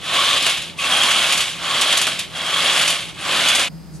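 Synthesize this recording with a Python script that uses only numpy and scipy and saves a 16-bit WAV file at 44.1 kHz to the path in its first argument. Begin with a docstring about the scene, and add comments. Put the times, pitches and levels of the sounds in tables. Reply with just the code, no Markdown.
"""Curtains on a ceiling track.

Five pulls, shut and open, in a furnished room. Plastic gliders chatter in the rail and make it ring,
then clack together as they bunch up; the track jolts with dull thuds.
At the end the sliding breaks off and a low room hum with a thin whine remains."""
import sys
import numpy as np
from scipy import signal
from scipy.fft import rfft, irfft, next_fast_len
from scipy.io import wavfile
from scipy.ndimage import map_coordinates

SR = 44100
rng = np.random.default_rng(int(sys.argv[2]) if len(sys.argv) > 2 else 0)


def file_out(sig):
    """Save sig as 16-bit WAV at sys.argv[1]."""
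    # one column per channel
    cols = np.atleast_2d(sig).T
    # limit, then scale
    lim = np.clip(cols, -1, 1)
    pcm = np.round(lim * 32767).astype(np.int16)
    wavfile.write(sys.argv[1], SR, pcm)


N = 176400
IMPACT_ATTACK_S, IMPACT_T60_S = 0.0014, 0.14

# track body spectrum (frequency [Hz], density [dB])
BODY_SPECTRUM = [(90, -36), (170, -9.5), (290, -8.5), (460, -10.5), (540, -2), (720, -2.5), (900, -5),
                 (1250, 0), (1600, 0), (2000, -4), (3500, -48)]
# glider fizz spectrum (frequency [Hz], density [dB])
FIZZ_SPECTRUM = [(2500, -26), (4500, -1), (5500, -2.5), (6600, 0.5), (8500, -2.5), (10300, -3), (11500, -7),
                 (12600, -17), (13500, -36)]


def sliding():
    """Gliders drag along the rail: faster is louder, and the rail's resonances swell and fade."""
    # per pull: envelope points (time [s], level [dB])
    pulls = [
        [(0.0, -40.5), (0.06, -28), (0.17, -18), (0.378, -18), (0.39, -22), (0.5, -19.5), (.6, -29),
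         (0.7, -34.5), (0.76, -50)],
        [(0.76, -49), (0.796, -24), (0.942, -18.5), (1.342, -17), (1.364, -19.5), (1.416, -19), (1.444, -23),
         (1.58, -31.5)],
        [(1.58, -32.5), (1.674, -22.5), (1.81, -18.5), (1.952, -18), (2.138, -24.5), (2.184, -28), (2.196, -25),
         (2.3, -41.5)],
        [(2.3, -37), (2.316, -39.5), (2.36, -28), (2.6, -19.5), (2.786, -15.5), (2.912, -19), (3.106, -34.5),
         (3.14, -45)],
        [(3.14, -40.5), (3.25, -23.5), (3.366, -17), (3.556, -16.5), (3.58, -19.5), (3.6, -15), (3.684, -26.5),
         (3.69, -34)],
    ]
    # per pull: (body [dB], fizz [dB], rail pitch [Hz], rail width [Hz], scrape pitch [ratio], body rise [s])
    colours = [(-7.5, -8.5, 3380, 980, 1, .02), (-6.5, -7.5, 3255, 170, 0.99, 0.088),
               (-7, -9.5, 3220, 380, 1.03, .01), (-6, -8.5, 3275, 140, 1.005, 0.017),
               (-5.5, -9, 3410, 230, 0.99, 0.016)]
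    # per pull: rail resonance swell (peak time [s], spread [s], gain [dB])
    rail_swells = [(.32, 0.41, -1), (.98, 0.091, 0.5), (1.85, 0.14, -3), (2.51, 0.083, 1),
                   (3.53, 0.032, -1)]
    # per pull: swell of the rail's hollow (peak time [s], spread [s], gain [dB])
    hollow_swells = [(.22, 0.097, -6), (.9, 0.41, -10.5), (1.7, 0.13, -7.5), (2.5, 0.25, -11),
                     (3.28, 0.051, -8.5)]
    # scrape spectrum (frequency [Hz], density [dB])
    scrape_spectrum = [(700, -40.5), (1500, -18), (1850, -12.5), (2200, -5.5), (2900, -1.5), (3500, -2.5),
                       (4000, -7), (4600, -11.5), (5500, -18.5), (9000, -64)]
    # narrow track modes (frequency [Hz], width [Hz], gain [dB])
    track_modes = [(558, 50, -3.5), (692, 73, -2.5), (2164, 32, 7.5), (5060, 32, -16)]
    hollow_hz, hollow_width_hz = 1126, 156
    taps_db, tinkle_db, modes_db = -18.5, -15, -14
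    body_db_per_db, fizz_db_per_db = 1.12, 1.03
    body_db_per_s = -10  # as the gliders gather
    modes = lambda hz: sum(amp(db) * resonance(centre, width)(hz) for centre, width, db in track_modes)
    jerks_db = 0.52 * wobble(45)
    out = np.zeros((2, N))
    for pull, colour, rail_swell, hollow_swell in zip(pulls, colours, rail_swells, hollow_swells):
        body_db, fizz_db, rail_hz, rail_width_hz, pitch_ratio, rise_s = colour
        times_s, levels_db = np.transpose(pull)
        span = slice(int(times_s[0] * SR), int(times_s[-1] * SR))
        t = clock()[span]
        speed_db = np.interp(t, times_s, levels_db) - levels_db.max() + jerks_db[span]
        trend_db = body_db_per_s * (t - t.mean())
        taps = glider_taps(len(t)) * amp(speed_db + taps_db)
        scrape = friction(lambda hz: shape(scrape_spectrum)(hz / pitch_ratio), speed_db)
        tinkles = tinkle(len(t)) * amp(speed_db + tinkle_db)
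        body = friction(shape(BODY_SPECTRUM), body_db_per_db * speed_db + body_db + trend_db)
        body *= np.clip((t - times_s[0]) / rise_s, 0, 1) ** 2
        fizz = friction(shape(FIZZ_SPECTRUM), fizz_db_per_db * speed_db + fizz_db)
        rail = friction(resonance(rail_hz, rail_width_hz, order=2), speed_db + swell_db(t, *rail_swell))
        hollow = friction(resonance(hollow_hz, hollow_width_hz, order=2),
                          speed_db + swell_db(t, *hollow_swell))
        track = friction(modes, speed_db + modes_db)
        layers = taps + scrape + tinkles + body + fizz + rail + hollow + track
        out[:, span] += amp(levels_db.max()) * layers
    return out


def friction(response, level_db):
    """Dense slips and rubbing, filtered by a response, following a level curve."""
    size = len(level_db)
    slips = chatter(next_fast_len(size), rate_per_s=2600, spread_db=5, life_s=0.00027, smooth=1)
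    return stereo(slips, response)[:, :size] * amp(level_db)


def chatter(size, rate_per_s, spread_db, life_s, smooth):
    """Tiny slips of random size, each a short burst, over a share of smooth rubbing."""
    onsets = rng.random(size) < rate_per_s / SR
    energy = onsets * amp(spread_db * np.clip(rng.standard_normal(size), -2, 2)) ** 2
    power = signal.lfilter([1], [1, -np.exp(-1 / (life_s * SR))], energy)
    return rng.standard_normal((2, size)) * np.sqrt(power / (power.mean() + 1e-12) + smooth)


def glider_taps(size):
    """Single gliders tick along the way."""
    taps = chatter(next_fast_len(size), rate_per_s=48, spread_db=0.5, life_s=0.0075, smooth=0)
    return stereo(taps, shape(FIZZ_SPECTRUM))[:, :size]


def tinkle(size, rate_per_s=40, low_hz=4300, high_hz=10500, attack_s=0.0004, t60_s=0.07):
    """Loose gliders tap one another; each tap rings at three pitches of its own."""
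    t = np.arange(SR // 10) / SR
    envelope = (1 - np.exp(-t / attack_s)) * amp(-60 * t / t60_s)
    out = np.zeros((2, size + len(t)))
    for place, *pitches in rng.random((int(rate_per_s * size / SR), 4)):
        hz = low_hz * (high_hz / low_hz) ** np.array(pitches)
        phase_rad = rng.normal(0, 0.83, (2, len(hz), 1))
        ring = np.sin(2 * np.pi * hz[:, None] * t + phase_rad).sum(axis=1)
        out[:, int(place * size):][:, :len(t)] += ring * envelope
    return unit(out[:, :size])


def clacks(crack_db=-3.5, crack_t60_s=0.043):
    """A glider runs into its neighbours: a crack, then a dying rattle of bright ticks and rail knocks."""
    # collisions (time [s], level [dB], knock gain [dB])
    collisions = [(.423, -24, 2), (.462, -21.5, 5.5), (0.494, -23.5, -2), (.571, -33, 11), (0.618, -33, 4),
                  (.788, -49, -8), (1.032, -23.5, 4), (1.11, -25, 11), (1.322, -19.5, 1), (1.375, -20, -4),
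                  (1.405, -21.5, 4), (1.811, -17.5, 0.5), (1.924, -20.5, 1.5), (1.971, -16, -13),
                  (2.014, -19, -0.5), (2.067, -22, 2), (2.19, -23.5, 2), (2.814, -21.5, 0),
                  (2.876, -17.5, 0), (2.901, -20, -7), (3.483, -17, -2), (3.55, -17, -16),
                  (3.594, -22.5, -2)]
    # rail knock spectrum (frequency [Hz], density [dB])
    knock_spectrum = [(200, -27), (550, -17), (1200, -5.5), (1800, -4), (2800, 7.5), (3500, 3.5),
                      (5000, -12.5), (9000, -33)]
    t = np.arange(SR // 5) / SR
    decay = amp(-60 * t / IMPACT_T60_S) + amp(crack_db - 60 * t / crack_t60_s)
    envelope = (1 - np.exp(-t / IMPACT_ATTACK_S)) * decay
    out = np.zeros((2, N + SR))
    for start_s, db, knock_db in collisions:
        ticks = chatter(len(t), rate_per_s=3000, spread_db=2, life_s=0.0005, smooth=0.5)
        bright = stereo(ticks, shape(FIZZ_SPECTRUM))
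        knocks = amp(knock_db) * stereo(ticks, shape(knock_spectrum))
        out[:, round(start_s * SR):][:, :len(t)] += amp(db) * envelope * (bright + knocks)
    return out[:, :N]


def thuds():
    """The whole track jolts, dull and short."""
    # jolts (time [s], level [dB])
    jolts = [(0.465, -22.5), (.573, -36), (1.323, -32), (2.07, -20.5), (3.596, -20)]
    t = clock()
    envelope = sum((t > s) * amp(db - 60 * abs(t - s) / IMPACT_T60_S) for s, db in jolts)
    return stereo(rng.standard_normal((2, N)), shape(BODY_SPECTRUM)) * envelope


def pings():
    """The rail rings briefly as the second pull jerks the curtains from rest."""
    # rail rings (time [s], frequency [Hz], level [dB], T60 [s])
    rings = [(.787, 1149, -30, .2), (.787, 2520, -19.5, .17), (.836, 2690, -15.5, 0.16)]
    out = np.zeros(N)
    for start_s, hz, db, t60_s in rings:
        age_s = np.maximum(clock() - start_s, 0)
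        envelope = (1 - np.exp(-age_s / IMPACT_ATTACK_S)) * amp(db - 60 * age_s / t60_s)
        out += envelope * np.sin(2 * np.pi * hz * age_s + 0.5 * wobble(220))
    return out


def room(x, t60_s=0.2, wet_db=-10.5, gap_s=0.004):
    """Adds the short, soft reverberation of a furnished room."""
    t = np.arange(SR // 2) / SR
    tail = stereo(rng.standard_normal((2, len(t))), np.ones_like) * amp(-60 * t / t60_s) * (t > gap_s)
    return x + amp(wet_db) * signal.fftconvolve(x, tail / np.linalg.norm(tail[0]), axes=1)[:, :N]


def room_tone(air_db=-40):
    """Air and low tones while the curtains move."""
    # air spectrum (frequency [Hz], density [dB])
    air_spectrum = [(25, -32), (50, -2.5), (85, -4.5), (165, -3), (220, -7), (500, -12), (2000, -20.5),
                    (10000, -32.5), (15000, -48)]
    # low tones (frequency [Hz], level [dB])
    lines = [(84, -56.5), (122, -55.5), (166, -50)]
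    return amp(air_db) * air(air_spectrum) + tones(lines)


def hum(air_db=-37, rustle_s=3.96, rustle_width_s=0.019, rustle_db=-47.5):
    """Low tones and a thin whine over still air, with one faint rustle."""
    # still air spectrum (frequency [Hz], density [dB])
    air_spectrum = [(25, -43), (49, -17), (75, -7), (95, -24), (167, -3.5), (237, -21.5), (286, -19.5),
                    (373, -25.5), (3730, -44.5), (5010, -36), (5420, -43.5), (15000, -52.5)]
    # hum and whine (frequency [Hz], level [dB])
    lines = [(64.6, -51), (143, -60), (162, -42), (186, -56), (4953, -60), (8188, -68), (11600, -69)]
    envelope = np.exp(-0.5 * ((clock() - rustle_s) / rustle_width_s) ** 2)
    rustle = amp(rustle_db) * envelope * air(FIZZ_SPECTRUM)
    return tones(lines) + amp(air_db) * air(air_spectrum) + rustle


def tones(lines):
    """Slightly wavering steady tones."""
    return sum(amp(db) * np.sqrt(2) * np.sin(2 * np.pi * hz * clock() + 0.5 * wobble(12))
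               for hz, db in lines)


def air(spectrum):
    """Steady diffuse noise, rms 1."""
    # stereo image of the air (frequency [Hz], left-right correlation [-1..1])
    correlation = [(60, -0.72), (100, -0.55), (150, 0.27), (1400, 0.58), (3100, 0.73), (7000, 0.5)]
    return stereo(rng.standard_normal((2, N)), shape(spectrum), correlation)


def stereo(pair, response, correlation=None):
    """Two independent drives filtered and mixed as mid and side, rms 1."""
    # stereo image of the curtains (frequency [Hz], left-right correlation [-1..1])
    curtain_correlation = [(60, -0.21), (150, 0.52), (350, 0.86), (1400, 1), (2800, 0.95), (5500, 0.78),
                           (9000, 0.85), (13000, 0.0039)]
    hz = np.fft.rfftfreq(pair.shape[1], 1 / SR)
    angle = np.arccos(log_interp(correlation or curtain_correlation, hz)) / 2
    mid, side = irfft(rfft(pair) * response(hz) * [np.cos(angle), np.sin(angle)], pair.shape[1])
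    return unit(np.array([mid + side, mid - side]))


def resonance(centre_hz, width_hz, order=1):
    """Response of a damped mode, cascaded order times."""
    return lambda hz: (1j * hz * width_hz / (centre_hz ** 2 - hz ** 2 + 1j * hz * width_hz)) ** order


def swell_db(t, peak_s, spread_s, peak_db):
    """One peak with gentle flanks."""
    return peak_db - 10 * np.log10(1 + ((t - peak_s) / spread_s) ** 2)


def shape(points):
    """Response through (Hz, dB) points."""
    return lambda hz: amp(log_interp(points, hz))


def log_interp(points, hz):
    """(Hz, value) points interpolated on a log axis."""
    knots_hz, values = np.transpose(points)
    return np.interp(np.log(hz + 1), np.log(knots_hz + 1), values)


def wobble(knots_per_s):
    """Smooth random curve."""
    knots = rng.standard_normal(int(N * knots_per_s / SR) + 4)
    return map_coordinates(knots, [clock() * knots_per_s])


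def amp(db):
    """Decibels to gain."""
    return 10 ** (np.asarray(db) / 20)


def unit(x):
    """Scaled to rms 1."""
    return x / np.sqrt(np.mean(x ** 2) + 1e-20)


def clock():
    """Sample times [s]."""
    return np.arange(N) / SR


def scene(stop_s=3.686, fade_s=0.011):
    """Curtains in their room, giving way abruptly to the hum."""
    moving = np.clip((stop_s - clock()) / fade_s + 0.5, 0, 1)
    curtains = amp(-1.5) * room(sliding() + clacks() + thuds() + pings())
    return moving * (curtains + room_tone()) + (1 - moving) * hum()


def record(dry, left_lead_s=17e-6, left_db=-0.4, top_hz=15800):
    """Sound reaches the left microphone port slightly earlier and softer; the top band is cut."""
    size = next_fast_len(N + SR // 2)
    hz = np.fft.rfftfreq(size, 1 / SR)
    halves = np.array([[0.5], [-0.5]])
    ports = amp(left_db * halves) * np.exp(2j * np.pi * hz * left_lead_s * halves)
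    return irfft(rfft(dry, size) * ports * (hz < top_hz), size)[:, :N]


dry = scene()
out = record(dry)
file_out(out)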